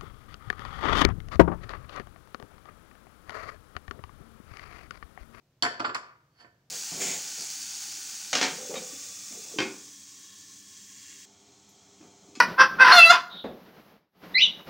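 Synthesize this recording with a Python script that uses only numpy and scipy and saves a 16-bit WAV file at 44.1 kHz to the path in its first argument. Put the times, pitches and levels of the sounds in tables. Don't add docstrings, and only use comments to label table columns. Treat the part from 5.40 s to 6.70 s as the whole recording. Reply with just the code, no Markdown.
import sys
import numpy as np
from scipy import signal
from scipy.fft import rfft, irfft
from scipy.io import wavfile

SR = 44100
rng = np.random.default_rng(int(sys.argv[2]) if len(sys.argv) > 2 else 0)


def int16_out(signal):
    q = np.round(np.clip(np.atleast_2d(signal).T, -1, 1) * 32767)
    wavfile.write(sys.argv[1], SR, q.astype(np.int16))


N = 57330

# pitch_hz, relative_db
HUM_COLOUR = [(25, -19), (60, -12), (100, -2.5), (140, 4), (200, -10), (330, -11.5), (620, -15.5),
              (1000, -20.5), (2500, -25), (6000, -26.5), (10000, -36.5), (15000, -31.5)]
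# pitch_hz, t60_s
ECHO_DECAY = [(125, .5), (400, .5), (1200, 0.5457), (2500, 0.5), (5000, 0.3771), (8000, 0.2638),
              (14000, 0.4)]
# pitch_hz, relative_db
ECHO_COLOUR = [(100, -0.5), (400, 0.5), (1200, 0), (3000, -3), (5500, 1), (8000, 6.5), (14000, -11)]
# pitch_hz, left_over_right_db
MIC_BALANCE = [(120, 3.5), (300, -0.5), (550, 1), (1400, 3), (2600, 0.5), (4600, 3), (7400, 6),
               (10000, -1.5), (13500, -2.5)]
# pitch_hz, relative_db, t60_s (capped in ring)
STONE_MODES = [(115.8, -4, 0.27), (143.5, -11.5, .2), (216, -4, .15), (262, 0.5, 0.073), (307, 2.5, 0.1),
               (346, 3, 0.47), (370, -9.5, 0.4), (440, -6.5, 0.33), (510, -10.5, 0.23), (608, -4, 0.36)]
# pitch_hz, relative_db, t60_s (capped in ring)
GLASS_HZ = [644, 723, 941, 1108, 1348, 1518, 1715, 1790, 3012, 4434, 4516, 7413, 7520, 10250, 10520, 13300,
            13740]
GLASS_DB = [-8, -17, -15, -15.5, -19, -11.5, -11, -7, -12.5, -5.5, 0.5, -11.5, -20.5, -24, -21, -26, -21.5]
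GLASS_T60_S = [0.11, .24, 0.29, 0.26, 0.84, .28, .3, 0.77, 0.25, .14, .14, .16, 0.062, 0.2, 0.13, .06, .06]
# pitch_hz, relative_db, t60_s (capped in ring)
STEEL_HZ = [955, 1010, 1179, 1330, 1462, 5050]
STEEL_DB = [-7, -7.5, 6, -12.5, 2, -8]
STEEL_T60_S = [0.32, 0.6, 0.26, .25, .2, .18]
# start_s, contact_ms, thud_db, clack_db, tick_db, bowl_ring_db, pan_left_db
ARM_KNOCKS = [ (0.3954, 2, -8, -11.5, -19, -27.5, -2.5), (0.399, 4, -18, -3, -12.5, -16.5, -5.5),
              (0.4425, 4.4, -20.5, 0.5, -25, -27.5, -4), (0.449, 3.9, -20.5, -3, -20.5, -7.5, -4.5),
              (0.4756, 4.1, -14.5, -18, -25, -23, -4.5), (0.4918, 1.2, -20.5, -7, -30.5, -34.5, -5),
              (0.5456, 1.5, -34.5, -19, -9.5, -29.5, -6.5), (0.549, 0.59, -29.5, -13.5, -11.5, -25, 2),
              (0.5515, 1.4, -20.5, -3, -20, -27.5, -6.5), ]
# pitch_hz, relative_db
ARM_THUD_COLOUR = [(30, -27), (70, -23.5), (120, -8), (205, -11.5), (290, -3), (370, 1.5), (470, -11.5),
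                   (640, 3.5), (830, -10), (2000, -32.5), (8000, -74.5)]
ARM_CLACK_COLOUR = [(100, -35.5), (400, -15), (620, -7), (800, -8), (1000, 2.5), (1400, 5), (1800, -6),
                    (2400, -9.5), (3500, -14.5), (7000, -45.5), (15000, -71.5)]
ARM_TICK_COLOUR = [(500, -19), (1800, 9), (2500, 10), (3200, -16), (4400, 6), (5200, 4.5), (6700, -7),
                   (7700, -2), (9000, -34.5), (10400, -4.5), (12000, -21.5), (15500, -37)]
# start_s, contact_ms, thud_db, clack_db, tick_db, bowl_ring_db, pan_left_db
RIM_KNOCKS = [ (0.2239, 0.6, -10, -7.5, 2, 3, -3.5), (0.2300, 5.85, -11, -0.5, -10.5, -26, -6),
              (0.2505, 1.1, -14.5, 0.5, -13, -12.5, -0.5), (0.2590, 4.3, -10.5, -1, -19.5, -20, -3),
              (1.0020, 7.0, -34.5, -38, -40, -24, -8.5), (1.0220, 6.0, -48.5, -40.5, -41.5, -72, -8.5),
              (1.0430, 3.95, -33, -27, -64, -58, -7), (1.0680, 11, -46, -36.5, -62, -55, -2), ]
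# pitch_hz, relative_db
RIM_THUD_COLOUR = [(30, -22), (70, -24), (115, 0.5), (175, -11.5), (230, -3), (330, -7.5), (450, -6),
                   (680, 1), (830, -10.5), (2000, -37), (8000, -70.5)]
RIM_CLACK_COLOUR = [(100, -27), (400, -11), (700, 2), (830, -6), (1000, 2.5), (1250, -1), (1550, 8),
                    (1900, 1), (2400, -1.5), (3600, -25.5), (7000, -41), (15000, -68)]
RIM_TICK_COLOUR = [(500, -22), (2400, -24), (3100, 7.5), (3900, -5.5), (4600, 4.5), (5600, -1.5),
                   (6700, -12), (7500, -8.5), (9000, -29.5), (10400, -6), (11900, -54), (13500, -36),
                   (15500, -56)]

LEFT_LAG_S = .00022
ROOM_BLUR_HZ, DIRECT_BLUR_HZ = 2336, 5500
NEAR_DB, NEAR_T60_S, NEAR_BUILD_S = -4.5, .09, .001
ROOM_DB, ROOM_BUILD_S = -9, .0028
THUD_T60_S, CLACK_T60_S, TICK_T60_S = .14, .04, .0077
BOWL_RING_DB, ARM_RING_DB, COUNTER_RING_DB = -.5, -15.5, -6.5
LONGEST_T60_S = .42
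TWIN_DB, TWIN_SPREAD = -4, .004
DULL_HZ, DULL_DB_PER_MS = 4746, -2


def undb(db):
    return 10 ** (np.asarray(db) / 20)


def unit(x):
    return x / np.sqrt(np.mean(np.sum(x ** 2, axis=-1)) + 1e-18)


def fade(t, t60):
    return np.exp(-np.log(1000) * t / np.maximum(t60, 1e-3))


def on_bins(points, size):
    hz, value = np.array(points, float).T
    return np.interp(np.log(np.arange(size // 2 + 1) * SR / size + 1), np.log(hz), value)


def convolve(x, response):
    return signal.fftconvolve(np.atleast_2d(x), np.atleast_2d(response), axes=-1)[:, :N]


def colour(x, points, size=8192):
    cepstrum = irfft(np.log(undb(on_bins(points, size))))
    cepstrum[1:size // 2] *= 2
    cepstrum[size // 2 + 1:] = 0
    return convolve(x, unit(irfft(np.exp(rfft(cepstrum)))))


def stereo_noise(size, blur_hz=ROOM_BLUR_HZ):
    mid, side = rfft(rng.standard_normal((2, size)))
    alike = 1 / (1 + (np.arange(len(mid)) * SR / size / blur_hz) ** 2)
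    mid *= np.sqrt((1 + alike) / 2)
    side *= np.sqrt((1 - alike) / 2)
    return irfft([mid + side, mid - side], size)


def place(out, sound, start_s, pan_db):
    sound = np.broadcast_to(sound, (2, sound.shape[-1]))
    for channel, (lag_s, sign) in enumerate([(LEFT_LAG_S, 1), (0, -1)]):
        first = int(np.clip((start_s + lag_s) * SR, 0, N - 1))
        part = sound[channel, :N - first]
        out[channel, first:first + len(part)] += part * undb(sign * pan_db / 2)


def house_hum(level_db=-69):
    return undb(level_db) * colour(stereo_noise(N), HUM_COLOUR)


def kitchen_echo(direct, size=32768):
    t = np.arange(size) / SR
    near = unit(stereo_noise(size) * fade(t, NEAR_T60_S) * (1 - np.exp(-(t / NEAR_BUILD_S) ** 2)))
    spectrum, tail = rfft(stereo_noise(size)), 0
    for hz, t60 in ECHO_DECAY:
        band = on_bins([(centre, centre == hz) for centre, _ in ECHO_DECAY], size)
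        tail = tail + irfft(spectrum * band) * fade(t, t60)
    tail *= 1 - np.exp(-(t / ROOM_BUILD_S) ** 2)
    tail = unit(colour(tail, ECHO_COLOUR))
    centred = direct * np.sqrt(np.mean(direct ** 2) / np.mean(direct ** 2, axis=1, keepdims=True))
    return convolve(direct, undb(NEAR_DB) * near) + convolve(centred, undb(ROOM_DB) * tail)


def dullness(hz, contact_ms):
    return DULL_DB_PER_MS * contact_ms * np.log2(np.maximum(hz / DULL_HZ, 1)) ** 2


def ring(modes, contact_ms=0, size=32768):
    t = np.arange(size) / SR
    hz, db, t60 = np.array(list(modes), float).T[:, :, None]
    phase, twin_phase = 2 * np.pi * rng.random((2,) + hz.shape)
    twin_hz = hz * (1 + TWIN_SPREAD * rng.standard_normal(hz.shape))
    waves = np.sin(2 * np.pi * hz * t + phase)
    waves += undb(TWIN_DB) * np.sin(2 * np.pi * twin_hz * t + twin_phase)
    attack = 1 - np.exp(-t * np.minimum(hz, DULL_HZ) / 2)
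    envelope = attack * fade(t, np.minimum(t60, LONGEST_T60_S))
    return unit(np.sum(undb(db + dullness(hz, contact_ms)) * envelope * waves, axis=0))


def bowl_ring(contact_ms):
    return ring(zip(GLASS_HZ, GLASS_DB, GLASS_T60_S), contact_ms)


def chatter(contact_ms, t60, size=8192):
    t = np.arange(size) / SR
    contact_s = contact_ms / 1000
    envelope = np.minimum(t / contact_s, 1) * fade(np.maximum(t - contact_s, 0), t60)
    burst = stereo_noise(size, DIRECT_BLUR_HZ) * envelope
    late_fade = fade(np.maximum(t - contact_s - t60 / 2, 0), t60)
    for _ in range(2):
        spectrum = rfft(burst)
        burst = irfft(spectrum / (np.abs(spectrum) + 1e-9)) * late_fade
    treble = undb(dullness(np.arange(size // 2 + 1) * SR / size, contact_ms))
    return irfft(rfft(unit(burst)) * treble)[:, :size - 1024]


def contacts(knocks, thud_colour, clack_colour, tick_colour):
    thud, clack, tick, rings = np.zeros((4, 2, N))
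    for start_s, contact_ms, thud_db, clack_db, tick_db, ring_db, pan_db in knocks:
        place(thud, undb(thud_db) * chatter(contact_ms, THUD_T60_S), start_s, pan_db)
        place(clack, undb(clack_db) * chatter(contact_ms, CLACK_T60_S), start_s, pan_db)
        place(tick, undb(tick_db) * chatter(contact_ms, TICK_T60_S), start_s, pan_db)
        place(rings, undb(ring_db + BOWL_RING_DB) * bowl_ring(contact_ms), start_s, pan_db)
        place(rings, undb(thud_db + COUNTER_RING_DB) * ring(STONE_MODES), start_s, pan_db=0)
    return colour(thud, thud_colour) + colour(clack, clack_colour) + colour(tick, tick_colour) + rings


def rim_scrape(peak_s=1.0104, rise_db_per_s=331, fall_db_per_s=403):
    t = np.arange(N) / SR - peak_s
    swell_db = np.minimum(t * rise_db_per_s, -t * fall_db_per_s)
    friction = stereo_noise(N) * undb(swell_db + 3 * rng.standard_normal(N))
    rasp = undb(-29.5) * unit(colour(friction, RIM_CLACK_COLOUR))
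    grit = undb(-33.5) * unit(colour(friction, RIM_TICK_COLOUR))
    singing = undb(-27.5) * unit(convolve(friction[0], bowl_ring(contact_ms=2.5)))
    out = np.zeros((2, N))
    place(out, rasp + grit + singing, start_s=0, pan_db=-7)
    return out


def arm_clatter():
    out = contacts(ARM_KNOCKS, ARM_THUD_COLOUR, ARM_CLACK_COLOUR, ARM_TICK_COLOUR)
    for start_s, _, _, clack_db, _, _, pan_db in ARM_KNOCKS:
        steel = ring(zip(STEEL_HZ, STEEL_DB, STEEL_T60_S))
        place(out, undb(clack_db + ARM_RING_DB) * steel, start_s, pan_db)
    return out


def rim_clinks():
    return contacts(RIM_KNOCKS, RIM_THUD_COLOUR, RIM_CLACK_COLOUR, RIM_TICK_COLOUR)


def scene():
    direct = rim_clinks() + arm_clatter() + rim_scrape()
    spectrum = rfft(direct + kitchen_echo(direct), 2 * N)
    balance_db = on_bins(MIC_BALANCE, 2 * N)
    mic_gain = undb([balance_db / 2, -balance_db / 2])
    return irfft(spectrum * mic_gain)[:, :N] + house_hum()


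def record(dry):
    return signal.sosfilt(signal.ellip(8, .2, 70, 15600, fs=SR, output="sos"), dry)


dry = scene()
out = record(dry)
int16_out(out)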